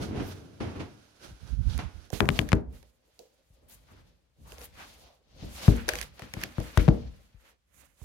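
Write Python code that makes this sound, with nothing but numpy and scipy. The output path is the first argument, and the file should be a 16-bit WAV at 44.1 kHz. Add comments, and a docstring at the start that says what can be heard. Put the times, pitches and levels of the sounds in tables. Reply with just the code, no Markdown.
"""Knocks booming through a wooden top on a small landing, heard from a phone lying face down on it.
The phone is first carried by hand over carpeted stairs, with soft footfalls and a swishing sleeve.
It swings down, air buffeting its two microphone ports, and clatters onto the wood at about 2.2 s.
Then cloth and fingers rub right at the ports, the plastic case clicks, soft footfalls thud faintly
through the wood, and a few heavy bumps ring it and the room. Underneath, the floor rumbles."""
import sys
import numpy as np
from scipy import signal
from scipy.fft import rfft, irfft, next_fast_len
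from scipy.io import wavfile
from scipy.ndimage import uniform_filter1d

SR = 44100
rng = np.random.default_rng(int(sys.argv[2]) if len(sys.argv) > 2 else 0)


def unload_wav(signal):
    """Save mono or channel-first audio to the path in sys.argv[1] as 16-bit WAV at rate SR, clipped to [-1, 1]."""
    wavfile.write(
        sys.argv[1],
        SR,
        np.round(np.clip(np.atleast_2d(signal).T, -1, 1) * 32767).astype(np.int16),
    )


N = 354563
T = np.arange(N) / SR
AGE = np.arange(SR) / SR  # time since a sound's onset, s
TOP_HZ = 16000  # upper limit of the microphone


# modes of the wooden top on its frame: f/Hz, level/dB, t60/s
WOOD_MODES = [(56.6, -5.5, 0.45), (86.5, -9.5, 0.17), (112.5, 7, 0.092), (147.5, 11, 0.056),
              (187, 3.5, 0.092), (237, -12, 0.42), (315.6, -5, 0.19), (406, -7, .27), (463, -8.5, 0.39),
              (634, -9.5, 0.23), (721, -17.5, 0.056)]
# knocks on the wood, and soft footfalls thudding faintly through it: t/s, boom/dB, contact bandwidth/Hz,
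# boom pan/dB, room/dB, crack/dB, crack cut-off/Hz, crack pan/dB (every pan is left minus right)
KNOCKS_AND_THUDS = [(2.13, -31, 600, -26.5, -52, -35, 610, -32),
                    (2.2053, -25.5, 470, 10.5, -22.5, -25, 3384, 47),
                    (2.2897, -26, 423, 13.5, -31.5, -25.5, 3220, 24),
                    (2.303, -29.5, 300, 5.5, -40, -47, 4850, 9),
                    (2.391, -26.5, 334, 5, -29.5, -24, 3360, 27),
                    (2.5193, -32.5, 500, -13.5, -43.5, -35.5, 2900, 22),
                    (2.5304, -18.5, 481, 4, -26, -27.5, 2647, 11),
                    (3.503, -59, 70.3, 3.5, -83.5, -90.5, 500, 2),
                    (4.385, -63.5, 68.4, 1.5, -63.5, -90.5, 500, 3),
                    (5.424, -41, 210, 4, -39.5, -77, 687, 3), (5.681, -11, 248.3, 6, -25.5, -26.5, 450, 23),
                    (6.221, -47, 400, 7, -47.5, -52, 2820, 11),
                    (6.338, -48.5, 400, 5.5, -46, -58, 2430, 15),
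                    (6.369, -37.5, 300, 6.5, -46.5, -52, 1000, 14),
                    (6.432, -49.5, 300, 6.5, -44.5, -52, 2000, 14),
                    (6.583, -27.5, 272.6, 8, -36.5, -40, 680, 28),
                    (6.7741, -15.5, 69, 7.5, -24.5, -29.5, 1920, 11),
                    (6.8802, -17.5, 253, 5, -26.5, -27.5, 700, 32),
                    (6.8865, -14, 312.4, 3.5, -26, -26.5, 700, 5),
                    (7.344, -50.5, 60.8, 10, -84, -97, 500, -4),
                    (8.016, -42, 58.3, -15, -56, -67, 1494, -21)]

def knocks_and_thuds():
    """Through the wood the phone lies on: knocks crack and ring it; soft footfalls stir its low modes."""
    out = np.zeros((2, N))
    for row in KNOCKS_AND_THUDS:
        start, boom_db, contact_hz, boom_pan_db, room_db, crack_db, crack_hz, crack_pan_db = row
        # each port hears the same modes in its own mixture
        wood = np.stack([ring(WOOD_MODES, scatter_db=0.54) for _ in range(2)])
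        boom = burst(cut(cut(wood, contact_hz), 39, "high", order=6))
        # one sharp push, then a short chatter of the surfaces
        push = (AGE == 0) + amp(-21) * rng.standard_normal((2, SR)) * fade(0.011)
        crack = cut(push, crack_hz, order=4) + amp(1) * cut(push, crack_hz, order=2)
        crack = burst(cut(crack, 310, "high"))
        near = amp(boom_db) * pan(boom_pan_db) * boom + amp(crack_db) * pan(crack_pan_db) * crack
        room = landing_reverb(bright_hz=2.4 * contact_hz + 0.23 * crack_hz)
        add(out, start, near + amp(room_db) * pan(0.31 * boom_pan_db) * room)
    return out


# decay of the landing's diffuse tail: band top/Hz, t60/s
ROOM_DECAY = [(160, 0.45), (450, 0.3), (1100, .38), (3000, 0.25), (16000, 0.27)]
# spectrum of that tail: f/Hz, level/dB
ROOM_SPECTRUM = [(30, -28.5), (42, -9.5), (54, 7), (75, 4), (115, -5.5), (200, 0.5), (260, -0.5),
                 (315, -2.5), (390, -8.5), (600, -12), (1100, -20.5), (1600, -21), (2500, -26.5),
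                 (7000, -46.5), (16000, -63.5)]
# standing waves between the walls: f/Hz, level/dB, t60/s
ROOM_MODES = [(81.3, -1, 0.33), (114.4, -4, .38), (142, -4, 0.4), (195.4, -4, 0.5), (237, -1, .38),
              (314, 0.5, 0.25), (402, -2, 0.15), (481, -7.5, 0.32), (598, -10, 0.36)]

def landing_reverb(bright_hz):
    """All round the phone: the landing's answer builds briefly, and the bass lasts longest."""
    rest, tail = noise(SR, alike_hz=240), 0
    for top_hz, t60 in ROOM_DECAY:
        band = cut(cut(rest, top_hz)[:, ::-1], top_hz)[:, ::-1]  # both ways, so no phase shift
        rest = rest - band
        tail = tail + band * fade(t60)
    standing = np.stack([ring(ROOM_MODES, scatter_db=4.5) for _ in range(2)])
    standing *= 1 - np.exp(-AGE / 0.0091)
    diffuse = colour(tail * (1 - np.exp(-AGE / 0.0018)), ROOM_SPECTRUM)
    return burst(cut(burst(diffuse) + amp(-3) * burst(standing), bright_hz))


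# footfalls on the stairs: t/s, thud/dB, scuff/dB, rise/s, decay/s
STEPS = [(0.0, -28.5, -47.5, 0.00034, 0.31), (0.059, -33.5, -48.5, 0.084, 0.067),
         (0.134, -30.5, -42, 0.044, 0.06), (0.196, -31, -44.5, 0.0045, 0.028),
         (.6005, -29, -39.5, 0.0055, 0.12), (.745, -36.5, -49.5, 0.017, 0.07),
         (.79, -36.5, -43, 0.016, 0.02), (1.788, -37, -39, 0.0017, 0.013),
         (3.9, -54.5, -66.5, 0.018, 0.098), (4.766, -57.5, -50, 0.051, 0.02)]
# spectra of the padded thud and of the sole's scuff: f/Hz, level/dB
THUD_SPECTRUM = [(25, -12.5), (55, -3.5), (90, 10), (150, 3), (220, 1), (310, 2), (450, -6), (700, -14),
                 (1400, -27.5), (4000, -62)]
SCUFF_SPECTRUM = [(200, -33), (700, 4), (1500, -3.5), (2700, -6), (4200, -13.5), (6300, -17.5),
                  (7600, -27.5), (11000, -26.5), (16000, -55.5)]

def footsteps():
    """On the stairs nearby: each foot thuds into the carpet and scuffs its fibres."""
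    out = np.zeros((2, N))
    stairwell = amp(-3) * fade(0.44)  # both sounds linger
    for start, thud_db, scuff_db, rise, decay in STEPS:
        release = np.exp(-np.maximum(AGE - rise, 0) / decay)
        press = np.minimum(AGE / rise, 1) * (release + stairwell)
        thud = burst(colour(noise(SR, alike_hz=350) * press, THUD_SPECTRUM))
        scuff = burst(colour(noise(SR, alike_hz=600) * press, SCUFF_SPECTRUM))
        add(out, start, amp(thud_db) * thud + amp(scuff_db) * pan(db=-4) * scuff)
    return out


# puffs of air on the microphone: peak t/s, level/dB, rise/s, fall/s
GUSTS = [(1.44, -38, 0.043, 0.14), (1.535, -26.5, 0.043, 0.031), (1.597, -22.5, 0.049, 0.04),
         (1.68, -22.5, 0.063, 0.049), (1.754, -25, 0.064, 0.057), (1.855, -30.5, 0.064, .035),
         (1.98, -43.5, 0.084, 0.13)]
# spectrum of the buffeting: f/Hz, level/dB
AIR_SPECTRUM = [(20, -12.5), (45, 10.5), (75, 11.5), (120, 0), (200, -7), (400, -33), (1200, -67),
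                (5000, -81)]

def air_buffets():
    """On the microphone itself: eddies hit the ports as the phone swings down, right port leading."""
    eddies = unit(colour(noise(N, alike_hz=39.9), AIR_SPECTRUM))
    return np.sqrt(swell_power(GUSTS)) * pan(db=-30.5) * eddies


# clicks of the case: t/s, level/dB, decay/s, ring f/Hz, pan/dB, body relative to level/dB
CLICKS = [(1.778, -52, 0.00078, 10500, -18, -7), (2.103, -54.5, 0.00033, 4940, -12, 0),
          (2.256, -52.5, 0.00034, 2500, -6, -10), (2.414, -51.5, 0.0024, 2960, 13, -15),
          (2.489, -48, 0.0034, 1900, -11, -10), (2.553, -64.5, .0005, 9100, 10, -20),
          (2.828, -67, 0.0023, 3500, -18.5, 1), (4.521, -53.5, 0.001, 1690, -20, -2),
          (4.583, -59, 0.0012, 5000, -5, 1.5), (4.615, -57, 0.0016, 3000, -7, 2.5),
          (5.882, -45, 0.0016, 5500, 4, 9.5), (5.889, -28.5, 0.0032, 1900, 4, -9),
          (5.9359, -41.5, 0.001, 1350, 4, -2), (5.9547, -41.5, 0.0015, 2500, 1, -18),
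          (5.987, -43, 0.0025, 1690, -14, -33), (6.014, -40.5, 0.00054, 9300, -12, -18),
          (6.027, -45.5, 0.005, 2900, -4, -13), (6.194, -53.5, 0.0017, 1500, -2, 2.5),
          (6.221, -58.5, 0.0019, 1690, -2, -4), (6.3378, -43, 0.0017, 2250, 2, -12),
          (6.415, -49.5, 0.0014, 1800, -15, -17), (6.436, -35, 0.0021, 1740, -8.5, -21),
          (6.602, -56, .0008, 9100, 0, 12.5), (6.7753, -35.5, 0.0018, 2095, 5, -4)]
# spectrum of snapping plastic: f/Hz, level/dB
CASE_SPECTRUM = [(200, -32.5), (700, -20.5), (1700, 5), (3000, -1.5), (4300, -4.5), (6200, -0.5),
                 (7700, -10.5), (11500, -5.5), (16000, -21)]
# modes of the hollow under the phone: f/Hz, level/dB, t60/s
CAVITY_MODES = [(410, -3.5, 0.24), (489, 1, 0.27), (523, -1.5, .2), (610, -3.5, .22)]

def case_clicks():
    """At the microphone: the plastic case slips, snaps and rings; its hollow body adds a low note."""
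    out = np.zeros((2, N))
    for start, db, decay, ring_hz, pan_db, body_db in CLICKS:
        envelope = np.exp(-AGE / decay) + amp(-38.5) * fade(0.25)
        snap = colour(noise(SR, alike_hz=500) * envelope, CASE_SPECTRUM)
        click = burst(burst(snap) + amp(-5.5) * burst(resonate(snap, ring_hz, q=2)))
        puff = noise(SR, alike_hz=400) * fade(0.064)
        puff = cut(cut(puff, 740, order=4), 370, "high", order=4)
        body = burst(burst(puff) + amp(-5) * burst(ring(CAVITY_MODES, scatter_db=3)))
        add(out, start, amp(db) * (pan(pan_db) * click + amp(body_db) * body))
    return out


# strokes on the case: peak t/s, cloth/dB, hiss/dB, rasp/dB, rise/s, fall/s, pan/dB
STROKES = [(2.136, -42.5, -43, -49, 0.017, 0.12, -22.5), (2.365, -44, -48, -52, 0.11, 0.11, -5.5),
           (2.51, -55, -63.5, -55.5, 0.11, 0.1, -0.5), (2.744, -63.5, -68, -69.5, 0.053, 0.23, -4),
           (3.14, -73, -77.5, -81.5, 0.25, 0.85, -2), (3.53, -76, -75.5, -98, 0.12, 0.25, 4),
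           (3.717, -60, -58, -64, 0.047, 0.096, 5), (3.97, -67.5, -75.5, -72.5, 0.5, 0.31, 1),
           (4.52, -59, -59.5, -72, 0.13, 0.2, -1), (4.64, -52, -52, -53, 0.09, 0.05, 5.5),
           (4.8, -56, -61, -50, 0.079, 0.098, 2.5), (4.899, -55.5, -60.5, -65, 0.26, 0.22, 0),
           (5.037, -58, -68, -74, 0.063, 0.17, -1.5), (5.44, -51.5, -68, -72.5, 0.14, 0.14, 3.5),
           (5.666, -41, -45, -47, 0.19, 0.13, 0.5), (5.77, -50.5, -55.5, -46.5, 0.26, 0.19, -2.5),
           (5.91, -43, -49, -41.5, 0.049, 0.14, -1), (6.01, -45.5, -47, -47.5, 0.13, 0.081, -2.5),
           (6.24, -54.5, -60.5, -54, 0.15, .11, 1), (6.426, -47.5, -53, -45, 0.13, 0.083, -0.5),
           (6.66, -53, -58, -52, 0.28, 0.3, -2), (6.811, -47, -55.5, -48.5, 0.13, 0.19, 4.5),
           (7.0, -59, -76.5, -62, 0.2, 0.2, 1), (7.19, -67.5, -73.5, -71, .25, 0.28, -0.5),
           (7.491, -65, -67.5, -62, 0.16, 0.063, -3), (7.8, -68, -59.5, -61.5, 0.1, 0.15, -11.5),
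           (8.03, -66, -61, -66, 0.089, .1, -7)]
# spectra of cloth, fine hiss, coarse weave and the gap under the phone: f/Hz, level/dB
CLOTH_SPECTRUM = [(100, 3), (240, 4.5), (380, -2.5), (550, 2), (750, 3), (1050, -3), (1700, -7), (3000, -1),
                  (4500, -1), (6300, -7), (7600, -18.5), (11000, -41), (16000, -44.5)]
HISS_SPECTRUM = [(3000, -35.5), (6500, 4), (8000, 1), (10000, 2.5), (13500, 0), (16000, -8.5)]
RASP_SPECTRUM = [(400, -25.5), (900, -4.5), (1600, -1.5), (2500, -3.5), (3600, -11.5), (7000, -31)]
GAP_SPECTRUM = [(150, -14.5), (250, 3.5), (370, -3.5), (530, 5.5), (700, -5.5), (1000, -13.5),
                (1600, -19.5), (3000, -31), (8000, -67)]

def rubbing():
    """Right at the ports: cloth and skin slide on the case with a fine hiss, and coarse weave rasps."""
    cloth_power, hiss_power, rasp_power = np.zeros((3, 2, N))
    for peak, cloth_db, hiss_db, rasp_db, rise, fall, pan_db in STROKES:
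        power = (pan(pan_db) * swell(peak, rise, fall)) ** 2
        cloth_power += amp(cloth_db) ** 2 * power
        hiss_power += amp(hiss_db) ** 2 * power
        rasp_power += amp(rasp_db) ** 2 * power
    cloth = np.sqrt(cloth_power) * friction(CLOTH_SPECTRUM, slip_db=-8, flutter_db=1.5)
    hiss = np.sqrt(hiss_power) * friction(HISS_SPECTRUM, slip_db=-8, flutter_db=2.5)
    rasp = np.sqrt(rasp_power) * friction(RASP_SPECTRUM, slip_db=-3, flutter_db=1.5)
    # the gap under the phone sounds hollow even at the lightest touch
    touch = np.sqrt(cloth_power.mean(axis=0)) ** 0.59
    hollow = amp(-30.5) * touch * friction(GAP_SPECTRUM, slip_db=-11.5, flutter_db=3.5)
    return cloth + hiss + rasp + hollow


# brief touches: t/s, length/s, level/dB, centre f/Hz, resonator width/Hz, attack/s, release/s, pan/dB
BRUSHES = [(.22, 0.086, -58.5, 12900, 6000, .05, .03, -3), (1.692, .045, -50, 3840, 2600, .008, 0.033, -15),
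           (2.724, 0.019, -68, 11400, 8000, 0.0033, 0.054, -8),
           (3.681, 0.066, -59, 12350, 8000, .006, .01, -2), (3.871, .11, -64, 1100, 1410, .02, .04, 1),
           (4.438, 0.16, -59.5, 950, 1100, 0.038, .04, 3), (4.584, .04, -59, 11500, 3000, .005, .01, -5),
           (4.632, 0.024, -46, 12800, 5000, .012, .005, -3),
           (4.773, 0.077, -55, 1400, 1800, .025, 0.021, 5), (5.0, 0.13, -65, 610, 500, 0.026, 0.053, 0),
           (6.778, 0.025, -40.5, 1650, 2000, .003, .03, 3)]

def brushes():
    """Close up: a fingertip or cuff grips, slides and lets go, each in its own band of friction noise."""
    out = np.zeros((2, N))
    for start, length, db, centre_hz, width_hz, attack, release, pan_db in BRUSHES:
        slide = np.minimum(AGE / attack, 1) * np.exp(-np.maximum(AGE - length, 0) / release)
        grain = noise(SR, alike_hz=500) * amp(2 * wander(rate_hz=140)[:SR])
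        q = centre_hz / width_hz
        band = resonate(resonate(grain, centre_hz, q), centre_hz, q)
        broad_hiss = amp(-21) * unit(grain)
        add(out, start, amp(db) * pan(pan_db) * slide * (unit(band) + broad_hiss))
    return out


# swishes, one for each move of the arm: peak t/s, level/dB, rise/s, fall/s
SWISHES = [(0.024, -41.5, 0.043, 0.096), (.29, -46.5, 0.14, 0.15), (0.798, -65, 1, 0.71),
           (1.244, -48.5, 0.059, 0.13), (1.5, -54.5, 0.21, 0.11), (1.725, -48.5, 0.14, 0.17),
           (2.03, -56.5, 0.083, 0.12)]
# spectrum of the sleeve's fabric: f/Hz, level/dB
SLEEVE_SPECTRUM = [(150, 2), (300, 5), (600, 1), (1150, -5.5), (1480, 2), (1850, -7.5), (2700, -6),
                   (4000, -6), (6200, -8), (7600, -17), (10500, -14), (16000, -29.5)]
CARRY_DB, SET_DOWN_S = -63, 2.1

def sleeve():
    """Within arm's length, on the right: the sleeve swishes, and rustles while the phone is carried."""
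    carried = uniform_filter1d(1. * (T < SET_DOWN_S), size=4410)
    power = amp(CARRY_DB) ** 2 * carried + swell_power(SWISHES)
    fabric = friction(SLEEVE_SPECTRUM, slip_db=-10.5, flutter_db=1.4)
    return np.sqrt(np.abs(power)) * pan(db=-5.5) * fabric


# spectrum of a dry tick on wood: f/Hz, level/dB
TICK_SPECTRUM = [(1200, -16), (3000, -3.5), (6500, -2), (9000, -10)]
TAP_S = 3.192

def distant_tap():
    """Further off: one light tap on hollow wood gives a tick, a dull note and the room's bright answer."""
    out = np.zeros((2, N))
    tick = burst(colour(noise(SR, alike_hz=500) * fade(0.0084), TICK_SPECTRUM))
    room = burst(colour(noise(SR, alike_hz=500) * fade(0.4), TICK_SPECTRUM))
    note = resonate(noise(SR, alike_hz=500) * fade(0.28), hz=476, q=5)
    note = burst(cut(note, 700))
    add(out, TAP_S, amp(-58.5) * pan(db=-8) * tick + amp(-52.5) * note + amp(-62.5) * room)
    return out


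# low swells of the floor, from shifting weight and its ringing after the last heavy bump:
# peak t/s, level/dB, rise/s, fall/s
FLOOR_SWELLS = [(.11, -44, .07, .16), (1.32, -45.5, 0.086, 0.07), (2.369, -40, 0.21, 0.16),
                (2.7, -43, 0.088, 0.14), (3.699, -59, 0.26, 0.73), (4.03, -56.5, 0.25, 0.2),
                (4.41, -50.5, 0.042, 0.63), (4.701, -59, 0.31, 0.27), (5.04, -60, 0.29, 0.12),
                (5.47, -42.5, 0.16, 0.18), (5.949, -44.5, 0.32, 0.26), (7.05, -42, 0.11, 0.13),
                (7.78, -62, 0.1, 0.27)]
# spectrum of the floor's rumble: f/Hz, level/dB
FLOOR_SPECTRUM = [(20, -28), (40, -9.5), (58, 3), (100, -11), (160, -14.5), (400, -30), (1200, -52),
                  (5000, -83.5)]

def floor_rumble():
    """Below the phone: the floor's rumble swells under shifting weight and after knocks and thuds."""
    power = swell_power(FLOOR_SWELLS)[None] + amp(-76.5) ** 2
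    for start, boom_db, *_ in KNOCKS_AND_THUDS:
        joists = amp(boom_db - 20) * fade(t60=0.73)
        add(power, start, joists[None] ** 2)
    return np.sqrt(power) * unit(colour(noise(N, alike_hz=184), FLOOR_SPECTRUM))


def background_hiss():
    """Behind everything: a faint, even hiss."""
    return amp(-81.5) * unit(cut(noise(N, alike_hz=300), 3000, order=1))


def ring(modes, scatter_db):
    """Modes set swinging together, a little different in pitch and strength each time."""
    hz, db, t60 = np.transpose(modes)[:, :, None]
    detune, strength = rng.standard_normal((2, len(modes), 1))
    tones = np.sin(2 * np.pi * hz * (1 + 0.015 * detune) * AGE)
    return np.sum(amp(db + scatter_db * strength) * fade(t60) * tones, axis=0)


def friction(spectrum, slip_db, flutter_db):
    """Fibres sliding: a bed of tiny slips with a few larger catches, under unsteady pressure."""
    caught = rng.random(N) < 900 / SR  # about 900 catches a second
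    strength = amp(1.1 * np.minimum(rng.exponential(size=N), 4))
    catches = caught * strength * rng.standard_normal((2, N))
    grain = unit(noise(N, alike_hz=450)) + amp(slip_db) * unit(catches)
    pressure = amp(flutter_db * wander(rate_hz=45))
    return unit(colour(grain * pressure, spectrum))


def swell(peak, rise, fall):
    """A sound grows and dies away; it is 20 dB down one rise before and one fall after its peak."""
    away = np.maximum((peak - T) / rise, (T - peak) / fall)
    near, out = away < 4, np.zeros(N)
    out[near] = amp(-20 * away[near] ** 1.29)  # exponent 1 gives a pointed top, 2 a bell
    return out


def swell_power(swells):
    """Summed power of several swells."""
    return sum((amp(db) * swell(peak, rise, fall)) ** 2 for peak, db, rise, fall in swells)


def noise(size, alike_hz):
    """Noise at two ports: alike in the bass, unrelated above alike_hz."""
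    mid, side = rng.standard_normal((2, size))
    return mid + np.array([[1], [-1]]) * cut(side, alike_hz, "high", order=1)


def wander(rate_hz):
    """Smooth random drift with a spread near 1."""
    size = max(int(SR / rate_hz), 1)
    held = np.repeat(rng.standard_normal(N // size + 1), size)
    return unit(uniform_filter1d(held, size))[:N]


def colour(x, spectrum):
    """Minimum-phase filter through (Hz, dB) points."""
    n = 2 * next_fast_len(x.shape[-1] // 2 + 4096)
    hz, db = np.transpose(spectrum)
    gain_db = np.interp(np.log(np.arange(n // 2 + 1) * SR / n + 1), np.log(hz), db)
    cepstrum = irfft(np.log(amp(gain_db)))
    cepstrum[1:n // 2] *= 2
    cepstrum[n // 2 + 1:] = 0
    return irfft(rfft(x, n) * np.exp(rfft(cepstrum)))[..., :x.shape[-1]]


def cut(x, hz, kind="low", order=2):
    """Low-pass or high-pass."""
    sections = signal.butter(order, min(hz, SR / 2 - 1), kind, fs=SR, output="sos")
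    return signal.sosfilt(sections, x + 1e-18)


def resonate(x, hz, q):
    """Band-pass through one resonance."""
    return signal.lfilter(*signal.iirpeak(hz, q, fs=SR), x)


def fade(t60):
    """Decay by 60 dB in t60 seconds."""
    return np.exp(-np.log(1000) * AGE / t60)


def amp(db):
    """Decibels to gain."""
    return 10 ** (np.asarray(db) / 20)


def unit(x):
    """Scale to rms 1."""
    return x / np.sqrt(np.mean(x ** 2))


def burst(x):
    """Scale a short sound to the energy of 40 ms at rms 1."""
    return x / np.sqrt(np.mean(np.sum(x ** 2, axis=-1)) / (0.04 * SR))


def pan(db):
    """Constant-power gains for a level difference, left minus right."""
    gains = amp(np.array([[1], [-1]]) * db / 2)
    return gains / np.sqrt(np.mean(gains ** 2, axis=0))


def add(out, start, sound):
    """Mix a sound in at start seconds."""
    i = int(np.clip(start * SR, 0, N - 1))
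    out[:, i:i + sound.shape[1]] += sound[:, :N - i]


def scene():
    """Stairs and landing as they reach the phone's two ports."""
    walking = footsteps() + sleeve()
    impacts = knocks_and_thuds() + case_clicks() + distant_tap()
    handling = rubbing() + brushes() + air_buffets()
    return impacts + walking + handling + floor_rumble() + background_hiss()


def record(dry):
    """The phone's microphone drops the deepest bass, clips the highest peaks and cuts the top."""
    clipped = np.clip(cut(dry, 21, "high"), -0.88, 0.88)
    return signal.sosfilt(signal.ellip(8, 0.2, 70, TOP_HZ, fs=SR, output="sos"), clipped)


dry = scene()
out = record(dry)
unload_wav(out)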